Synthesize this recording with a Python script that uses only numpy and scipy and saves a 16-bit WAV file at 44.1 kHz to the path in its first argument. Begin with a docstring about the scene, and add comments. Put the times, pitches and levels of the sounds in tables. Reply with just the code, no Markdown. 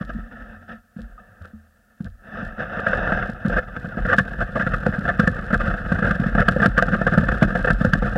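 """Runners rasp on packed snow: random grain fractures excite the resonances of a sled that carries the microphone.
The sled is nudged and knocked, pushed off at 2.3 s, and runs down a slope.
Lumps of crust crunch as bursts of fractures; ruts thump the seat as short enveloped sines, and light knocks
ring as decaying tones. Grinding ice adds treble, low sway swells briefly, and the hardest blows add a bright
splash as the microphone overloads."""
import sys
import numpy as np
from scipy import signal
from scipy.fft import rfft, irfft, next_fast_len
from scipy.io import wavfile
from scipy.ndimage import uniform_filter1d

SR = 44100
rng = np.random.default_rng(int(sys.argv[2]) if len(sys.argv) > 2 else 0)


def master(y):
    """Save y as 16-bit WAV."""
    cut = np.clip(np.atleast_2d(y).T, -1, 1)
    pcm = np.round(cut * 32767)  # scale
    wavfile.write(sys.argv[1], SR, pcm.astype(np.int16))


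N = 360297
TIME = np.arange(N) / SR   # seconds

# Levels in the tables are relative: each body adds its own gain.
# Steady scrape, from standing through the push to the run: [time_s, level_db]
SCRAPE = [(0.0, -45), (0.62, -50.5), (0.86, -64.5), (1.1, -52), (1.5, -52), (1.7, -62), (2.17, -60.5),
          (2.38, -27.5), (2.54, -39.5), (2.72, -28.5), (3.0, -21), (3.22, -23.5), (3.34, -38),
          (4.45, -33.5), (5.3, -31.5), (6.6, -28), (8.17, -29.5)]
# Brightness and liveliness of the scrape, which mostly grows during the run: [time_s, liveliness_share]
LIVELINESS = [(0.0, 0.25), (0.62, 0.15), (0.72, 0.22), (0.85, 0.2), (2.2, 0.2), (3.0, 0.13), (4.0, 0.45),
              (5.0, 0.52), (6.5, 0.52), (8.17, 0.64)]
# Brief drags of the runners, when nudged or on a rough patch: [start_s, level_db, length_s]
RUNNER_DRAGS = [(0.303, -43.5, 0.24), (0.672, -35.5, 0.045), (0.973, -46.5, 0.055), (1.18, -44, .015),
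                (2.582, -22.5, 0.022), (3.505, -21, 0.052), (4.66, -31.5, 0.19), (5.586, -22.5, 0.12),
                (6.056, -22, 0.035)]
# Knocks on the standing sled and big lumps under the running one:
# [start_s, crunch_db, crunch_length_s, deck_against_runners_db, thump_db]
KNOCKS_AND_BIG_LUMPS = [(0.008, -36.5, 0.019, -3, -15), (0.09, -33, 0.014, -5.5, -28),
                        (0.16, -58, 0.009, -5, -21), (0.962, -48.5, .006, -8, -22),
                        (0.984, -44.5, .005, 2.5, -23.5), (1.412, -47, .008, -7, -38.5),
                        (1.444, -39, .01, -10, -48), (2.003, -45.5, 0.003, 3, -15.5),
                        (2.049, -45, 0.024, -4.5, -26.5), (2.423, -38, 0.0068, -5, -16.5),
                        (2.862, -17.5, 0.01, -5.5, -30.5), (3.289, -34, 0.006, 0, -13),
                        (3.45, -31, 0.019, -5, -8), (3.496, -22.5, 0.003, 0.5, -26),
                        (3.563, -21, .028, -2.5, -25), (3.763, -23, 0.0033, -11, -19.5),
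                        (3.842, -33.5, .005, 3.5, -16), (3.969, -33, 0.025, 1.5, -14.5),
                        (4.048, -26, 0.015, -4.5, -15), (4.082, -21.5, 0.062, -4.5, -26),
                        (4.127, -12, 0.0065, -3, -21), (4.18, -13.5, 0.016, -13.5, -8),
                        (4.402, -22.5, 0.023, -4, -20.5), (4.553, -24.5, .023, 1, -16.5),
                        (4.595, -21.5, 0.028, -9, -14.5), (4.663, -21.5, .013, -7.5, -13.5),
                        (4.734, -18, .01, -12.5, -13.5), (4.861, -19, 0.0034, 7.5, -6.5),
                        (4.932, -27, 0.017, -8, -21), (4.982, -30.5, 0.0055, -5, -11),
                        (5.051, -22, 0.0028, 3, -20), (5.076, -19.5, 0.026, -4, -26),
                        (5.192, -14, 0.012, -9.5, -2), (5.272, -13.5, 0.0041, -3.5, -4.5),
                        (5.527, -18.5, 0.024, -7, -6), (5.784, -25.5, 0.0027, -15, -28),
                        (5.916, -22.5, 0.0077, -3.5, -6.5), (5.985, -23, .004, -1, -17),
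                        (6.02, -23.5, 0.053, -3.5, -9.5), (6.106, -13.5, 0.0052, -10.5, -12.5),
                        (6.195, -35, 0.0044, -14, -6), (6.26, -26, .008, -11, -9),
                        (6.348, -18, 0.0032, 0, -13), (6.376, -21, 0.051, -2.5, -6.5),
                        (6.481, -10, 0.0051, -7.5, -5), (6.56, -27, 0.0034, 10, -9),
                        (6.616, -16.5, 0.034, -6.5, -13), (6.656, -11.5, 0.0041, -5.5, -3.5),
                        (6.774, -13.5, 0.019, -9.5, -8), (6.822, -10.5, 0.0033, -3.5, -21),
                        (6.879, -25.5, .01, -2.5, -12), (6.931, -21, 0.021, -4, -9),
                        (7.012, -21, .004, 1, -12), (7.065, -15.5, 0.013, -4, -13.5),
                        (7.12, -22, 0.03, -5.5, -7.5), (7.174, -17, 0.0096, -3.5, 0.5),
                        (7.227, -34.5, 0.015, 5, -8), (7.284, -16.5, 0.0053, -3.5, -18.5),
                        (7.314, -21, 0.01, -4.5, -27), (7.42, -16, .016, -1, 1),
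                        (7.55, -20, 0.011, -0.5, -10.5), (7.643, -17, 0.0051, 0, -16),
                        (7.669, -19.5, 0.017, -3, -26), (7.701, -10.5, 0.0041, -9.5, -8.5),
                        (7.809, -32, .012, 0, -6.5), (7.846, -15.5, 0.0027, -0.5, -3.5),
                        (7.931, -14, 0.0053, -9, -4), (8.02, -24, 0.0047, 5, -12.5),
                        (8.155, -22.5, 0.0042, 8.5, -26)]
# Light knocks and a squeak on the standing sled: [start_s, level_db (before decay), pitch_hz, t60_s]
LIGHT_KNOCKS = [(0.147, -21.5, 224, 0.24), (0.561, -43, 88, 0.84), (0.698, -54, 220, 0.15),
                (0.987, -29, 228, 0.24), (1.178, -29.5, 1250, 0.054), (1.18, -53, 733, 0.7),
                (1.29, -45, 100, 0.29), (1.409, -30, 85, 0.24), (1.533, -39, 79, 0.55),
                (1.533, -30, 217, 0.2), (2.06, -26.5, 87, 0.22)]
# Low sway near 43 Hz, swelling briefly at irregular moments, often around knocks: [start_s, level_db, length_s]
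SWAY_SWELLS = [(0.01, -32.5, 0.18), (0.296, -42.5, 0.16), (0.97, -30.5, .04), (2.034, -36, 0.042),
               (2.41, -32, .05), (2.87, -30, 0.33), (3.47, -25, 0.072), (3.958, -25.5, 0.057),
               (4.307, -27.5, 0.069), (4.6, -27.5, 0.13), (5.5, -21, 0.037), (6.311, -19.5, 0.069),
               (6.65, -22.5, .04), (7.24, -18.5, 0.042), (7.416, -22, .03), (7.67, -19, 0.043),
               (7.93, -21.5, 0.073)]
# Ringing of the unloaded frame against the scrape: [time_s, level_db]
UNLOADED_FRAME = [(0.0, 3), (0.5, -2), (0.75, 3), (1.2, -9.5), (1.9, -2), (2.3, -2), (2.7, -16.5)]

# Resonances of the runners: [centre_hz, width_hz, level_db]
RUNNER_MODES = [(1134, 35, -12.5), (1214, 51, -5), (1310, 85, -2.5), (1425, 75, -1), (1577, 96, -1.5),
                (1612, 97, 0.5), (1737, 45, 1), (1807, 84, -8.5), (1960, 73, -18.5), (2123, 43, -21),
                (2554, 124, -22.5), (2905, 270, -28.5), (3460, 62, -29)]
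# Resonances of the deck: [centre_hz, width_hz, level_db]
DECK_MODES = [(349, 91, -15), (501.4, 33.7, -0.5), (546, 56, -4.5), (654.4, 81, -6), (702.6, 38.5, -7),
              (861, 65, -17), (920, 40, -23.5)]
# Upper resonances of the runner tubes: [centre_hz, width_hz, level_db]
TUBE_MODES = [(2660, 210, 6.5), (2990, 120, 3.5), (3463, 350, 1.5), (4610, 190, -11.5), (5130, 250, -7),
              (5830, 400, -13)]
# Treble bands of fine grinding, ticking and overload clicks: [centre_hz, width_hz, level_db]
TREBLE_BANDS = [(3560, 1400, 5.5), (5220, 720, -2), (7330, 1460, -6), (9840, 1670, -9.5),
                (14500, 3100, -23.5)]
# Resonances that slow stick-slip sets singing: [centre_hz, width_hz, level_db]
CREAK_MODES = [(609, 140, -0.5), (718, 56, 1.5), (860, 55, -16.5), (943, 35, -9.5), (2660, 103, -14),
               (3720, 110, -26.5)]
# Hum of the empty frame until a rider's weight damps it: [centre_hz, width_hz, level_db]
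HUM_MODES = [(221.8, 24, 0.5), (522, 9.1, -21.5), (586, 9, -30), (720.5, 22, -15.5), (1300, 19, -6.5),
             (1390, 11.3, -11.5), (1756, 94, -10.5)]
# Resonances of the seat: [centre_hz, width_hz, level_db]
SEAT_MODES = [(85.8, 32.6, 0.5), (120.2, 27.4, 0), (180.5, 94, -3.5), (194.2, 25.6, 2), (290, 174, -19)]
# The sled swaying on its runners: [centre_hz, width_hz, level_db]
SWAY_MODES = [(43.2, 13.7, 10.5), (64, 37, -11.5)]

# Small lumps come at random once the sled runs; relative levels at liveliness 1, lower below it
RUN_START_S, LUMPS_PER_S = 2.7, 9
LUMP_CRUNCH_DB, LUMP_THUMP_DB, LUMP_SPREAD_DB, LUMP_LIVELINESS_DB = -27, -16, 2.0, 9.5
LUMP_LENGTH_S, LUMP_DEPTH_DB = 0.0049, -4   # typical length; deck against runners
LUMP_OVER_SCRAPE_DB = 2.5   # least crunch above the scrape table, before the random spread
# A runner rides up each lump just before it gives way
LEAD_IN_S, LEAD_IN_DB = 0.011, -15.5
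# Overload clicks reach full level above this force; for weaker blows they fall away steeply (dB per dB)
CLICK_FORCE_DB, CLICK_DB, CLICK_SLOPE, CLICK_LAG_S, CLICK_S = -1, -25, 2.07, 0.0022, 0.0032
# Seat pitch at liveliness 0, its drop at liveliness 1, and its random scatter as a log ratio
THUMP_HZ, THUMP_SAG_HZ, THUMP_SCATTER = 204, 43, 0.049
SHUDDER_LAG_S = 0.017
HISS_DB, OVERLOAD, CUTOFF_HZ = -71.5, .7, 15750   # hiss rms and clipping amplitude re full scale 1


def runners(glide, crush):
    """Forced resonance: gliding and crushing fractures both make the runners rasp."""
    pressure = np.hypot(from_db(-4.0) * glide, from_db(1.5) * crush)
    force = reflected(grains(per_s=2200, spread_db=3.5), delay_s=.0022, wander_db=3.0, share=0.67)
    return rub(pressure, RUNNER_MODES, force, span_s=0.019)


def small_lumps(liveliness):
    """Random impacts: minor lumps lie unevenly along the run, stronger with liveliness; columns as for the big lumps."""
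    chance = rng.standard_normal((120, 4))
    s = RUN_START_S + (np.arange(len(chance)) + .4 * chance[:, 0]) / LUMPS_PER_S
    calmer_db = LUMP_LIVELINESS_DB * (np.interp(s, TIME, liveliness) - 1)
    pressed_db = np.interp(s, *np.transpose(SCRAPE)) + LUMP_OVER_SCRAPE_DB
    crunch_db = np.maximum(LUMP_CRUNCH_DB + calmer_db, pressed_db) + LUMP_SPREAD_DB * chance[:, 1]
    thump_db = LUMP_THUMP_DB + calmer_db + LUMP_SPREAD_DB * chance[:, 2]
    length = LUMP_LENGTH_S * np.exp(.5 * chance[:, 3])
    depth_db = np.full(len(s), LUMP_DEPTH_DB)
    return np.column_stack([s, crunch_db, length, depth_db, thump_db])[s < TIME[-1]]


def deck(glide, deck_push, liveliness):
    """Structural transmission: lumps reach up into the hollow deck, which feels a lively glide slightly more."""
    pressure = np.hypot(from_db(-10.5 + 1.1 * liveliness) * glide, from_db(0.95) * deck_push)
    force = reflected(grains(per_s=1400, spread_db=2.5), delay_s=.0032, wander_db=3.0, share=0.61)
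    return rub(pressure, DECK_MODES, force, span_s=0.026)


def crystals(glide, crush, liveliness, unloaded):
    """Fracture noise: grinding ice rings the tubes, most freely when empty; returns tubes and treble force."""
    load = np.hypot(glide, from_db(1.0) * crush)
    force = reflected(grains(per_s=4000, spread_db=0.0), delay_s=.0015, wander_db=3.0, share=0.36)
    freedom = np.hypot(1, from_db(4.5) * unloaded)
    tubes = resonate(from_db(-28.5) * load * freedom * force, TUBE_MODES)
    # liveliness strengthens both the grinding and the ticking spray
    grind = from_db(-29.5) * load * liveliness * grains(per_s=1400, spread_db=2.0)
    spray_level = from_db(-53.5) * liveliness ** 3 * from_db(4.5 * drift(12))
    spray = spray_level * grains(per_s=140, spread_db=3.0)
    return tubes, grind + spray


def overload_clicks(jolts):
    """Overload: the hardest blows add a short bright splash as the microphone overloads; fine ticks follow any blow."""
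    s, crunch_db, length, _, thump_db = jolts.T
    force_db = 20 * np.log10(2 * from_db(crunch_db) + from_db(thump_db))
    click_db = CLICK_DB + CLICK_SLOPE * np.minimum(force_db - CLICK_FORCE_DB, 0)
    click_s = s + length / 2 + CLICK_LAG_S
    click = bursts(click_s, click_db, CLICK_S, rise_s=.0012, release_s=.00095)
    ticks = bursts(s, -56.5 + 0.47 * force_db, 0.045, rise_s=.012, release_s=.014)
    splash = from_db(-12.5) * click * grains(per_s=4100, spread_db=0.0)
    return splash + ticks * grains(per_s=200, spread_db=5.1)


def creak(glide, liveliness):
    """Stick-slip friction: cold snow catches a slow runner; this fades as the scrape grows lively."""
    sticking = from_db(-7.0 - 19.3 * liveliness)
    return rub(glide * sticking, CREAK_MODES, grains(per_s=900, spread_db=3.0), span_s=.03)


def thumps(jolts, liveliness, rise_s):
    """Impulsive flexure: each jolt bends the seat for a few cycles at a nearly constant pitch, then it rings faintly."""
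    out, age = np.zeros(N), TIME[:SR // 8]
    swell = (age / rise_s * np.exp(1 - age / rise_s)) ** 2.75
    scatter = np.exp(THUMP_SCATTER * rng.standard_normal(size=200))
    for (s, *_, db), detune in zip(jolts, scatter):
        hz = (THUMP_HZ - THUMP_SAG_HZ * np.interp(s, TIME, liveliness)) * detune
        add(out, s, from_db(db - 3.0) * swell * np.sin(2 * np.pi * hz * age))
    ring = signal.lfilter(*signal.iirpeak(221, 22, fs=SR), out)
    return out + from_db(-6.5) * ring


def ringing(rise_s):
    """Damped free vibration: lightly struck parts die away as single tones."""
    out, age = np.zeros(N), TIME[:SR]
    for s, db, hz, t60 in LIGHT_KNOCKS:
        envelope = from_db(db - 60 * age / t60) * (1 - np.exp(-age / rise_s))
        add(out, s, envelope * np.sin(2 * np.pi * hz * age))
    return out


def hum(glide, unloaded):
    """Light damping: the unloaded frame rings along with the slightest scrape."""
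    return rub(glide * unloaded, HUM_MODES, grains(per_s=2800, spread_db=2.0), span_s=0.04)


def rumble(glide, liveliness, deck_push, jolts):
    """Low-frequency forcing: uneven snow shakes the seat, which shudders after each jolt; low sway swells briefly."""
    s, thump_db = jolts[:, 0], jolts[:, -1]
    shudder = bursts(s + SHUDDER_LAG_S, -13.5 + 1.11 * thump_db, 0.013, rise_s=.008, release_s=0.013)
    glide_shake = from_db(0.5) * glide * liveliness ** .5
    shake = np.sqrt(glide_shake ** 2 + shudder ** 2 + (from_db(-1.0) * deck_push) ** 2)
    swells = bursts(*np.transpose(SWAY_SWELLS), rise_s=0.017, release_s=0.057)
    sway = np.hypot(from_db(-1.5) * glide ** 0.74 * liveliness ** 1.35, swells)
    seat = rub(shake, SEAT_MODES, grains(per_s=300, spread_db=4.5), span_s=0.058)
    return seat + rub(sway, SWAY_MODES, grains(per_s=340, spread_db=-0.3), span_s=0.18)


def grains(per_s, spread_db):
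    """Shot noise: tiny impulses of either sign at random moments, of unequal strength; unit power."""
    sizes = from_db(spread_db * np.minimum(rng.exponential(1, N), 4))
    return rms_one(sizes * rng.choice([-1, 1], N) * (rng.random(N) < per_s / SR))


def reflected(force, delay_s, wander_db, share):
    """Comb interference: echoes from the runner's end color the force as the contact point moves; unit power."""
    lag = delay_s * SR * from_db(wander_db * drift(11))
    earlier = np.clip(np.arange(N) - lag, 0, N - 1).astype(int)
    return rms_one(force + share * force[earlier] + share ** 2 * force[earlier[earlier]])


def rub(level, modes, force, span_s):
    """Energy balance: grains excite a body with about the same energy in every short span."""
    size = int(span_s * SR)
    # the averaging window leans towards later samples
    energy = uniform_filter1d(resonate(force, modes) ** 2, size, origin=-(size // 4))
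    return resonate(level * force / np.sqrt(np.abs(energy) + 0.077), modes)


def resonate(force, modes):
    """Modal filtering: a force passes through steep-sided resonances; white noise keeps its power."""
    size = 2 * next_fast_len(N // 2 + SR // 2)
    hz = np.arange(size // 2 + 1) * SR / size
    power = np.zeros(len(hz))
    for centre, width, db in modes:
        # the factor makes width the full width at half power
        power += (from_db(db) / (1 + ((hz - centre) / (.78 * width)) ** 2)) ** 2
    # minimum phase: the body rings only after it is pushed
    cepstrum = irfft(np.log(power / power.mean() + 1e-14) / 2)
    cepstrum[1:size // 2] *= 2
    cepstrum[size // 2 + 1:] = 0
    return irfft(rfft(force, size) * np.exp(rfft(cepstrum)))[:N]


def bursts(starts, levels_db, lengths, rise_s, release_s):
    """Burst envelope: each burst rises, holds until its length is over and lets go; overlaps add in power."""
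    power, age = np.zeros(N), TIME[:SR // 2]
    for s, db, length in np.broadcast(starts, levels_db, lengths):
        shape = np.minimum(age / rise_s, 1) * np.exp(-np.maximum(age - length, 0) / release_s)
        add(power, s, (from_db(db) * shape) ** 2)
    return np.sqrt(power)


def drift(rate):
    """Low-pass noise: smooth chance of unit power that changes about rate times a second."""
    hz = np.arange(N // 2 + 1) * SR / N
    return rms_one(irfft(rfft(rng.standard_normal(N)) / (1 + (hz / rate) ** 2), N))


def from_db(db):
    """Logarithmic level: decibels to amplitude gain."""
    return 10 ** (np.asarray(db) / 20)


def rms_one(x):
    """Normalization: scale to unit power."""
    return x / np.sqrt(np.mean(x ** 2) + 1e-20)


def in_time(rows):
    """Linear interpolation: the second column of a table at every sample."""
    s, values = np.transpose(rows)
    return np.interp(TIME, s, values)


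def add(track, s, sound):
    """Superposition: mix a sound into a track from time s on."""
    start = int(np.clip(round(s * SR), 0, N - 1))
    track[start:start + len(sound)] += sound[:N - start]


def scene():
    """Structure-borne sound: all sources add at the microphone on the sled, with no room around it."""
    liveliness, unloaded = in_time(LIVELINESS), from_db(in_time(UNLOADED_FRAME))
    flutter = drift(31) * np.sqrt(liveliness)   # a lively scrape flickers in level
    drag = bursts(*np.transpose(RUNNER_DRAGS), rise_s=0.021, release_s=0.024)
    scrape = np.hypot(from_db(in_time(SCRAPE)), drag)
    glide = scrape * from_db(4.2 * (flutter - .3 * liveliness))

    jolts = np.vstack([KNOCKS_AND_BIG_LUMPS, small_lumps(liveliness)])
    s, crunch_db, length, depth_db, _ = jolts.T
    lead_in = bursts(s - LEAD_IN_S, crunch_db + LEAD_IN_DB, LEAD_IN_S, rise_s=0.0088, release_s=.003)
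    crush = np.hypot(lead_in, bursts(s, crunch_db, length, rise_s=0.0027, release_s=0.0051))
    deck_push = bursts(s, crunch_db + depth_db, length, rise_s=0.0012, release_s=0.0047)

    snow = runners(glide, crush) + deck(glide, deck_push, liveliness)
    tubes, grinding = crystals(glide, crush, liveliness, unloaded)
    treble = resonate(grinding + overload_clicks(jolts), TREBLE_BANDS)
    snow += tubes + treble + creak(glide, liveliness)
    body = thumps(jolts, liveliness, rise_s=0.006) + ringing(rise_s=0.0033)
    body += rumble(glide, liveliness, deck_push, jolts) + hum(glide, unloaded)
    return (snow + body)[None]


def record(dry):
    """Transducer limits: the microphone drops deep bass, hisses and clips the highest peaks; the top is cut."""
    sound = signal.sosfilt(signal.butter(4, 27, "high", fs=SR, output="sos"), dry)
    hiss = from_db(HISS_DB) * rng.standard_normal(dry.shape)
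    sound = np.clip(sound + hiss, -OVERLOAD, OVERLOAD)
    return signal.sosfilt(signal.ellip(10, .2, 80, CUTOFF_HZ, fs=SR, output="sos"), sound)


dry = scene()
out = record(dry)
master(out)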